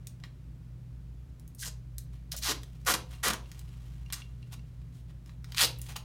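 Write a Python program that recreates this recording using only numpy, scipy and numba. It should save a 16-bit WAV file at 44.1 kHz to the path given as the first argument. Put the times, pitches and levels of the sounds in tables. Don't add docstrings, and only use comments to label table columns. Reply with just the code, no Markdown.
import sys
import numpy as np
from scipy import signal
from scipy.fft import rfft, irfft
from scipy.io import wavfile
from scipy.ndimage import uniform_filter1d
from numba import njit

SR = 44100
rng = np.random.default_rng(int(sys.argv[2]) if len(sys.argv) > 2 else 0)


def master(y):
    cut = np.clip(np.atleast_2d(y).T, -1, 1)
    pcm = np.round(cut * 32767)
    wavfile.write(sys.argv[1], SR, pcm.astype(np.int16))


N = 266496
TIME = np.arange(N) / SR


def from_db(db):
    return 10 ** (np.asarray(db) / 20)


def rms_one(x):
    return x / np.sqrt(np.mean(x ** 2) + 1e-20)


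def at_hz(points, hz):
    known_hz, values = np.transpose(points)
    return np.interp(np.log(np.maximum(hz, 1)), np.log(known_hz), values)


def add(out, s, sound):
    start = max(round(s * SR), 0)
    out[start:start + len(sound)] += sound[:N - start]


def band(x, low_hz, high_hz):
    edges_hz = [low_hz, min(high_hz, SR / 2 - 1)]
    return signal.sosfilt(signal.butter(2, edges_hz, "band", fs=SR, output="sos"), x)


def colour(x, spectrum, size=8192):
    bins_hz = np.arange(size // 2 + 1) * SR / size
    cepstrum = irfft(np.log(from_db(at_hz(spectrum, bins_hz))))
    cepstrum[1:size // 2] *= 2
    cepstrum[size // 2 + 1:] = 0
    response = irfft(np.exp(rfft(cepstrum)))
    return signal.fftconvolve(x, response / np.linalg.norm(response))[:len(x)]


def brighten(x, bright_db, pivot_hz=2200):
    body = signal.lfilter(*signal.butter(1, pivot_hz, fs=SR), x)
    tilt = from_db(bright_db / 2)
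    return body / tilt + (x - body) * tilt


def narrow_noise(hz, width_hz):
    bins_hz = np.arange(N // 2 + 1) * SR / N
    spectrum = rfft(rng.standard_normal(N)) / (1 + ((bins_hz - hz) / width_hz) ** 2)
    return rms_one(irfft(spectrum, N))


@njit
def moving_highpass(x, step, damping):
    out, mid, low = np.zeros(len(x)), 0., 0.
    for i in range(len(x)):
        g, loss = step[i], damping[i] + step[i]
        out[i] = (x[i] - loss * mid - low) / (1 + g * loss)
        low += 2 * g * (mid + g * out[i])
        mid += 2 * g * out[i]
    return out


def peel(length_s, level_db, attack_s, from_hz, to_hz, damping, bright_db, slips_per_s, uneven_db, ring_hz,
         jitter=.35, slip_s=0.00042, fizz=0.33, even_s=0.0086):
    # f/Hz, relative level/dB per Hz
    tape_spectrum = [(150, 1), (280, -3.5), (390, -4), (550, -5), (780, -4.5), (1050, -0.5), (1550, -1),
                     (2100, -2), (3000, 0.5), (4300, 0.5), (6500, -0.5), (11000, -2.5), (14500, -6),
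                     (17000, -30)]
    swell_db, release_db_per_s, release_s = 23, 1115, 0.011
    dulling_db_per_octave = 4.5
    roll_ring_db, roll_spread = -6, 1.57
    t = np.arange(0, length_s + release_s, 1 / SR)
    freed = np.minimum(t / length_s, 1)
    edge_hz = from_hz * (to_hz / from_hz) ** freed

    swell = -swell_db * np.exp(-t / attack_s)
    effort_db = swell - release_db_per_s * np.maximum(t - length_s, 0)

    draws = rng.standard_normal((N // 20, 2))
    gaps = np.exp(jitter * draws[:, 0]) / slips_per_s
    at = ((np.cumsum(gaps) - gaps[0]) * SR).astype(int)
    inside = at < len(t)
    slips = np.bincount(at[inside], from_db(uneven_db * draws[inside, 1]), len(t))

    release = signal.lfilter([1], [1, -np.exp(-1 / (slip_s * SR))], slips) + fizz
    threads = release * rng.standard_normal(N)[:len(t)]
    threads /= np.sqrt(uniform_filter1d(threads ** 2, int(even_s * SR)))

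    octaves = np.log2(edge_hz / np.sqrt(from_hz * to_hz))
    rasp = brighten(colour(threads, tape_spectrum), bright_db + dulling_db_per_octave * octaves)
    rasp = rasp + from_db(roll_ring_db) * band(rasp, ring_hz / roll_spread, ring_hz * roll_spread)
    rasp = moving_highpass(rasp, np.tan(np.pi * edge_hz / SR), np.full(len(t), damping))
    return from_db(level_db + effort_db) * rasp


def pulls():
    # start t/s, length t/s, level before filtering/dB, attack time constant t/s,
    # lowest strip resonance at the start f/Hz and at the end f/Hz, its damping (1 / Q), brightness/dB,
    # median slip rate/(1/s), unevenness of the slips/dB, ring of the roll f/Hz
    tugs = [ (1.581, 0.044, -42.5, 0.012, 4200, 3500, 2.3, 5.5, 290, 5, 6650),
            (1.619, 0.019, -47, 0.0044, 1720, 1560, 0.1, 10, 370, 1, 6500),
            (1.646, 0.036, -43.5, 0.00072, 750, 480, 0.52, 3.5, 370, 6, 6100),
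            (2.315, 0.014, -42.5, 0.00078, 3400, 1100, 1, 7.5, 490, -12, 4630),
            (2.334, .016, -49, 0.0031, 760, 520, 0.17, -11, 550, 7, 4630),
            (2.363, 0.02, -49, 0.00085, 3460, 2620, 1, 12.5, 200, 8, 6340),
            (2.415, 0.074, -33, 0.01, 1500, 646, 1.17, -4, 478, 3, 4760),
            (2.484, 0.035, -31.5, 0.00078, 400, 266, 0.47, -7.5, 478, 3, 4860),
            (2.86, 0.06, -26, 0.0055, 606, 226, 0.58, -3.5, 372, -1, 1240),
            (2.935, 0.0085, -25.5, 0.0011, 250, 220, 0.37, -7.5, 403, 5.5, 1180),
            (3.229, 0.057, -28, .003, 1000, 191, 0.98, -8.5, 398, 3, 1500),
            (3.298, 0.006, -28, 0.0014, 175, 165, 0.42, -15, 300, -4, 1420),
            (3.321, 0.019, -43.5, .003, 180, 200, 0.54, -25, 350, 13, 1420),
            (4.123, 0.013, -35, 0.0031, 1700, 1150, 1, 1, 400, 11, 5800),
            (4.149, 0.063, -56.5, 0.0015, 950, 875, 0.7, -10, 434, 8, 5730),
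            (5.562, 0.054, -27, 0.0092, 2040, 1180, 0.93, -6.5, 230, 12, 3100),
            (5.606, .044, -25.5, 0.00058, 620, 322, 1.0, 0.5, 325, 2.5, 3900), ]
    out = np.zeros(N)
    for s, *tug in tugs:
        add(out, s, peel(*tug))
    return out


def snap(bright_db, low_db=-13, low_follows=0.75, crack_db=-6, crack_t60=0.0097,
         flutter_db=-27, flutter_t60=0.098, size=2048):
    t = np.arange(size) / SR
    crack_decay = from_db(crack_db - 60 * t / crack_t60)
    flutter_decay = from_db(flutter_db - 60 * t / flutter_t60)
    burst = rng.standard_normal(size) * (crack_decay + flutter_decay)
    burst[0] = 1
    low = low_db - low_follows * bright_db
    spectrum = [(200, low - 23), (700, low - 12.5), (1150, low),
                (4000, -3.5), (10000, bright_db - 4.5), (16000, bright_db - 8)]
    crack = colour(burst, spectrum, size=1024)
    return crack / np.abs(crack).max()


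def snaps(gain_db=-7.0):
    # t/s, peak level before the common gain/dB,
    # brightness/dB
    releases = [(0.0707, -23.5, 0.5), (0.201, -43, -10), (0.2378, -26.5, -20.5), (1.3972, -37, 5),
                (1.478, -32.5, 10), (1.5488, -30, 17), (1.9827, -17.5, 7), (2.3181, -20.5, 2),
                (2.365, -20.5, 14), (2.388, -22, 10), (2.633, -30, -6.5), (2.8503, -31.5, 2),
                (3.2828, -10, 13), (3.3348, -14, -2.5), (3.5164, -27.5, -6.5), (3.593, -27, -2),
                (4.1023, -28.5, -18), (4.1251, -14.5, 3), (4.816, -48, -15), (5.2605, -38.5, -7),
                (5.2943, -36, -20), (5.444, -29, -9.5), (5.5213, -23, -12), (5.5468, -22, -10.5),
                (5.609, -12, -12), (5.787, -27.5, 25), (5.8162, -19, 9.5), (5.9648, -17.5, -0.5)]
    out = np.zeros(N)
    for s, peak_db, bright_db in releases:
        add(out, s, from_db(peak_db + gain_db) * snap(bright_db))
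    return out


def clinks(gain_db=-10.5, ring_db=5.5, detune=0.0075, scatter_db=3, size=8192):
    # t/s, strike level before the common gain/dB
    touches = [(3.1425, -46), (3.4585, -47.5), (4.0623, -47), (4.2195, -37), (4.4285, -46.5),
               (4.594, -51.5), (5.794, -47)]
    # f/Hz, relative level before ring and scatter/dB, decay time t60/s
    peg_modes = [(1370, -19, 0.014), (2240, -7, 0.017), (2752, 0, 0.046), (2830, -19, 0.022),
                 (3380, -9, 0.011), (4300, 3, 0.006), (5700, -6, 0.015), (9000, -7, 0.0044)]
    out, t = np.zeros(N), np.arange(size) / SR
    hz, mode_db, t60 = np.array(peg_modes).T[:, :, None]
    for s, peak_db in touches:
        strength_db = mode_db + ring_db * t60 / t60.max() + scatter_db * rng.standard_normal(hz.shape)
        gripped_hz = hz * (1 + detune * rng.standard_normal(hz.shape))
        modes = from_db(strength_db - 60 * t / t60) * np.sin(2 * np.pi * gripped_hz * t)
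        modes *= rng.choice([-1, 1], hz.shape)
        add(out, s, from_db(peak_db + gain_db) * modes.sum(axis=0))
    return out


def rubbing(grains_per_s=4000, grain_db=3.5, clump_db=3.0, clump_hz=50, fade_ratio=1.04):
    # peak t/s, level before brightening/dB, swell width t/s, brightness/dB
    strokes = [(0.247, -62.5, 0.01, -12.5), (2.15, -67.5, 0.028, -5), (2.68, -70.5, 0.19, 1),
               (3.139, -60.5, 0.051, -4.5), (3.52, -62.5, 0.072, -2), (3.80, -68, 0.16, -4.5),
               (4.3, -74, 0.42, -7), (4.534, -48, 0.0086, 0), (4.97, -75.5, 0.032, 13.5),
               (5.10, -62.5, 0.0088, -9), (5.29, -70, 0.034, -3), (5.53, -59.5, 0.036, -8),
               (5.85, -62.5, 0.053, 10.5), (5.908, -48, 0.015, -6), (5.963, -39, 0.0039, -12)]
    # f/Hz, relative level/dB per Hz
    friction_spectrum = [(200, -16), (450, -2), (1000, 6.5), (1800, 2.5), (2800, 7), (5000, 2.5),
                         (9000, 0.5), (15000, -5)]
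    struck = rng.random(N) < grains_per_s / SR
    signs = rng.choice([-1, 1], N)
    grains = struck * signs * from_db(grain_db * np.minimum(rng.exponential(1, N), 4))
    clumps = from_db(clump_db * narrow_noise(0, clump_hz))
    friction = rms_one(colour(grains * clumps, friction_spectrum))
    out = np.zeros(N)
    for s, level_db, swell_s, bright_db in strokes:
        width_s = np.where(TIME < s, swell_s, fade_ratio * swell_s)
        stroke = np.exp(-.5 * np.minimum(np.abs(TIME - s) / width_s, 10) ** 2)
        out += from_db(level_db) * stroke * brighten(friction, bright_db)
    return out


def room(x, wall_s=.0042, wall_db=-11, tail_db=-7.5, build_s=0.0012, size=32768):
    # f/Hz, t60/s
    decay_times = [(150, 0.43), (500, 0.38), (1500, 0.23), (4000, 0.27), (8000, 0.19), (16000, 0.17)]
    t, tail = np.arange(size) / SR, np.zeros(size)
    edges_hz = np.geomspace(100, 18000, 12)
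    for low_hz, high_hz in zip(edges_hz, edges_hz[1:]):
        t60 = at_hz(decay_times, np.sqrt(low_hz * high_hz))
        tail += band(rng.standard_normal(size), low_hz, high_hz) * from_db(-60 * t / t60)
    tail *= 1 - np.exp(-t / build_s)
    response = from_db(tail_db) * tail / np.linalg.norm(tail)
    response[round(wall_s * SR)] += from_db(wall_db)
    return x + signal.fftconvolve(x, response)[:N]


def ventilation(waver_hz=1.0, air_db=-54):
    # f/Hz, rms level/dB, waver/dB (its sign only inverts the drift)
    hum_tones = [(56.8, -47.5, -2.5), (60.9, -60, 5.5), (121.9, -48.5, 2)]
    # f/Hz, half-width at -6 dB f/Hz, rms level/dB
    rumble_bands = [(65, 1.8, -56.5), (155, 15.8, -54.5), (237.2, 22, -67.5)]
    # f/Hz, relative level/dB per Hz
    air_spectrum = [(18, -39), (32, -6), (45, -5), (62, 1), (90, -3), (130, -5), (175, -10), (210, -19),
                    (300, -17), (450, -24.5), (800, -31.5), (2000, -36), (5000, -42), (14000, -49)]
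    out = np.zeros(N)
    for hz, level_db, waver_db in hum_tones:
        waver = from_db(waver_db * narrow_noise(0, waver_hz))
        tone = np.sin(2 * np.pi * (hz * TIME + rng.random()))
        out += from_db(level_db) * rms_one(waver * tone)
    for hz, width_hz, level_db in rumble_bands:
        out += from_db(level_db) * narrow_noise(hz, width_hz)
    return out + from_db(air_db) * colour(rng.standard_normal(N), air_spectrum)


def scene():
    handwork = pulls() + snaps() + clinks() + rubbing()
    return (room(handwork) + ventilation())[None]


def record(dry, cutoff_hz=16100):
    return signal.sosfilt(signal.ellip(10, .1, 80, cutoff_hz, fs=SR, output="sos"), dry)


dry = scene()
out = record(dry)
master(out)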